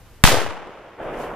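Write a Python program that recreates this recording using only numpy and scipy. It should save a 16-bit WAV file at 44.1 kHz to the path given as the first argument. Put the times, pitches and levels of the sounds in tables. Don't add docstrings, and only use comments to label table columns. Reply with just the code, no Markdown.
import sys
import numpy as np
from scipy import signal
from scipy.fft import rfft, irfft
from scipy.io import wavfile
from scipy.ndimage import uniform_filter1d

SR = 44100
rng = np.random.default_rng(int(sys.argv[2]) if len(sys.argv) > 2 else 0)


def unload_audio(sound):
    columns = np.transpose(np.atleast_2d(sound))
    steps = np.round(np.clip(columns, -1, 1) * 32767)
    wavfile.write(sys.argv[1], SR, steps.astype(np.int16))


N = 59535

# f/Hz, side minus mid/dB
STEREO_WIDTH = [(60, -9.5), (200, -16.5), (500, -16.5), (1200, -12.5), (2300, -8.5), (4200, -4), (8000, 2)]
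# f/Hz, level/dB
AIR_BANDS = [(30, -50), (60, -55), (125, -57.5), (200, -63.5), (450, -59.5), (1000, -60), (2000, -63),
             (4000, -65.5), (8000, -66), (13000, -59)]
# f/Hz, level/dB
CASING_BANDS = [(1000, -3), (2500, -3), (5000, -6), (11000, -10)]
# f/Hz, level/dB, T60/s, build-up/s
SCATTER_BANDS = [(60.3, -20.5, .6, 0.012), (125, -21, 0.33, 0.017), (243, -8.5, 0.57, .04),
                 (473, -1, 0.61, 0.069), (1030, -3, 0.71, 0.036), (2000, -2.5, 0.63, .003),
                 (4200, -1, 0.46, 0.0014), (7860, -2.5, 0.41, 0.0012), (13000, 0, 0.34, 0.0017)]
# f/Hz, level/dB
WOOD_BANDS = [(60, -39.5), (125, -32.5), (250, -28.5), (500, -17.5), (1000, -19.5), (2000, -24),
              (4000, -37), (8000, -47), (13000, -72.5)]
# t/s, level/dB, f/Hz, crack relative to slap/dB
TRUNK_SLAPS = [(0.2523, 8.5, 920, 3), (0.2545, -2.5, 890, -15), (0.2750, 7.5, 890, 0.5),
               (0.2778, 2.5, 1000, -11), (0.2892, 7, 750, -31), (0.3197, 3, 600, -5),
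               (0.3300, 0.5, 540, -10), (0.3440, 8.5, 507, -21), (0.3480, 2, 560, -23),
               (0.3540, -1.5, 540, -6.5), (0.3718, 4.5, 650, -19), (0.3740, 0, 680, -17),
               (0.3880, 3.5, 602, -29.5), (0.4175, 0.5, 510, -13), (0.4640, -5, 600, -13),
               (0.6735, -15, 550, -21.5), (0.6935, -14, 476, -30)]
# t/s, level/dB, f/Hz
SLOPE_THUDS = [(0.279, -3.5, 151), (0.332, -4, 110.7), (0.379, -8.5, 97.3), (0.461, -19, 100),
               (0.494, -20.5, 94)]
# f/Hz, level/dB
HILL_BANDS = [(30, -30), (60, -42), (125, -35), (250, -28.5), (500, -18), (1000, -23.5), (2000, -30.5),
              (4000, -53), (8000, -71), (13000, -73)]
# t/s, level/dB
RIDGE_ECHOES = [(0.974, 0.5), (1.11, -4)]
# t/s, half length/s, level/dB
SNOW_SHOWERS = [(1.039, 0.028, -55), (1.166, 0.057, -50.5), (1.224, 0.028, -44), (1.31, 0.052, -54.5)]
# f/Hz, level/dB
SNOW_BANDS = [(1000, 7), (2000, -8), (4000, -3.5), (8000, -3.5), (13000, 0)]
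# kick/ceiling, decay/s, rebound/ceiling, decay/s
MIC_SWINGS = [(-1.9, 0.031, 0.94, 0.077), (0.58, 0.056, -0.25, .09)]

BLAST_S, PUSH_S, SUCTION_S = 0.2383, 0.002, 0.0032


def undb(db):
    return 10 ** (np.asarray(db) / 20)


def since(start):
    return np.maximum(np.arange(N) / SR - start, 0)


def wander(rate_hz):
    size = max(int(SR / rate_hz), 2)
    drift = uniform_filter1d(rng.standard_normal(N), size, mode="wrap")
    drift = uniform_filter1d(drift, size, mode="wrap")
    return drift / drift.std()


def bands(table, grain_db=0):
    log_f = np.log(np.maximum(np.arange(N // 2 + 1) * SR / N, 1))
    grains = np.repeat(rng.exponential(size=N // 8 + 1), 8)[:N]
    grain_gain = undb(grain_db * np.minimum(grains, 5))
    mid, side = rfft(rng.standard_normal((2, N)) * grain_gain)
    width_hz, width_db = np.array(STEREO_WIDTH).T
    side = side * undb(np.interp(log_f, np.log(width_hz), width_db))
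    stereo = np.array([mid + side, mid - side])
    centres = np.log([row[0] for row in table])
    edges = np.concatenate([[centres[0] - 1], centres])
    split = [irfft(stereo * np.interp(log_f, edges, share), N) for share in np.eye(len(edges))[1:]]
    return [band / band.std() for band in split]


def wash(table, grain_db=0, flutter_db=0):
    return sum(band * undb(db + flutter_db * wander(45))
               for band, (_, db) in zip(bands(table, grain_db), table))


def tail(age, t60_s, build_s):
    return undb(-60 * age / t60_s) * (1 - np.exp(-age / build_s))


def pulse(centre_s, hz, half_length_s):
    offset = np.arange(N) / SR - centre_s
    return -np.cos(2 * np.pi * hz * offset) * np.exp(-.5 * (offset / half_length_s) ** 2)


def shock():
    age = since(BLAST_S)
    fade_out = np.clip((PUSH_S + SUCTION_S - age) / 0.00077, 0, 1)
    pressure = undb(43.5) * (1 - age / PUSH_S) * np.exp(-age / PUSH_S) * fade_out
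    casing = undb(44) * wash(CASING_BANDS) * np.exp(-age / 0.001)
    return (age > 0) * (pressure + casing)


def near_scatter():
    age = since(BLAST_S)
    echoes = sum(band * undb(db) * tail(age, t60_s, build_s)
                 for band, (_, db, t60_s, build_s) in zip(bands(SCATTER_BANDS, grain_db=2), SCATTER_BANDS))
    flutter = undb(1.3 * wander(170))
    return echoes * flutter


def wood_roll():
    envelope = tail(since(BLAST_S), t60_s=2.21, build_s=0.23)
    return wash(WOOD_BANDS, grain_db=2.5, flutter_db=-0.5) * envelope


def trunk_slaps(half_length_s=0.000853, crack_decay_s=0.0023):
    bright_noise = wash([(1500, 1), (3000, -2), (7000, -10), (13000, -19)])
    slaps = np.zeros((2, N))
    for centre_s, db, hz, crack_db in TRUNK_SLAPS:
        age = since(centre_s - half_length_s)
        crack = undb(crack_db) * bright_noise * (age > 0) * np.exp(-age / crack_decay_s)
        slaps += undb(db) * (pulse(centre_s, hz, half_length_s) + crack)
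    return slaps


def slope_thuds():
    return sum(undb(db) * pulse(centre_s, hz, half_length_s=0.0075) for centre_s, db, hz in SLOPE_THUDS)


def hollow_ring():
    return undb(-6) * pulse(centre_s=0.338, hz=549, half_length_s=0.016)


def hillside():
    power = sum((undb(db) * tail(since(start), t60_s=1.97, build_s=0.062)) ** 2
                for start, db in RIDGE_ECHOES)
    return wash(HILL_BANDS, grain_db=2, flutter_db=2) * np.sqrt(power)


def thrown_snow():
    t = np.arange(N) / SR
    flow = sum(undb(db) * np.exp(-.5 * ((t - centre_s) / half_length_s) ** 2)
               for centre_s, half_length_s, db in SNOW_SHOWERS)
    return wash(SNOW_BANDS, grain_db=1.5) * flow


def scene():
    air = wash(AIR_BANDS, flutter_db=.8)
    return (air + shock() + near_scatter() + wood_roll() + trunk_slaps() + slope_thuds() + hollow_ring()
            + hillside() + thrown_snow())


def record(dry, release_db_per_s=6, top_hz=14200):
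    age = since(BLAST_S + PUSH_S + SUCTION_S)
    swing = np.array([(age > 0) * (kick * np.exp(-age / kick_s) + rebound * np.exp(-age / rebound_s))
                      for kick, kick_s, rebound, rebound_s in MIC_SWINGS])
    ceiling = undb(16)
    clipped = ceiling * np.tanh(dry / ceiling + swing)
    over_db = 20 * np.log10(np.maximum(np.abs(clipped).max(axis=0), 1))
    release_db = release_db_per_s * np.arange(N) / SR
    duck_db = np.maximum.accumulate(over_db + release_db) - release_db
    high_cut = signal.ellip(8, .2, 70, top_hz, fs=SR, output="sos")
    return np.clip(signal.sosfilt(high_cut, clipped * undb(-duck_db)), -1, 1)


dry = scene()
out = record(dry)
unload_audio(out)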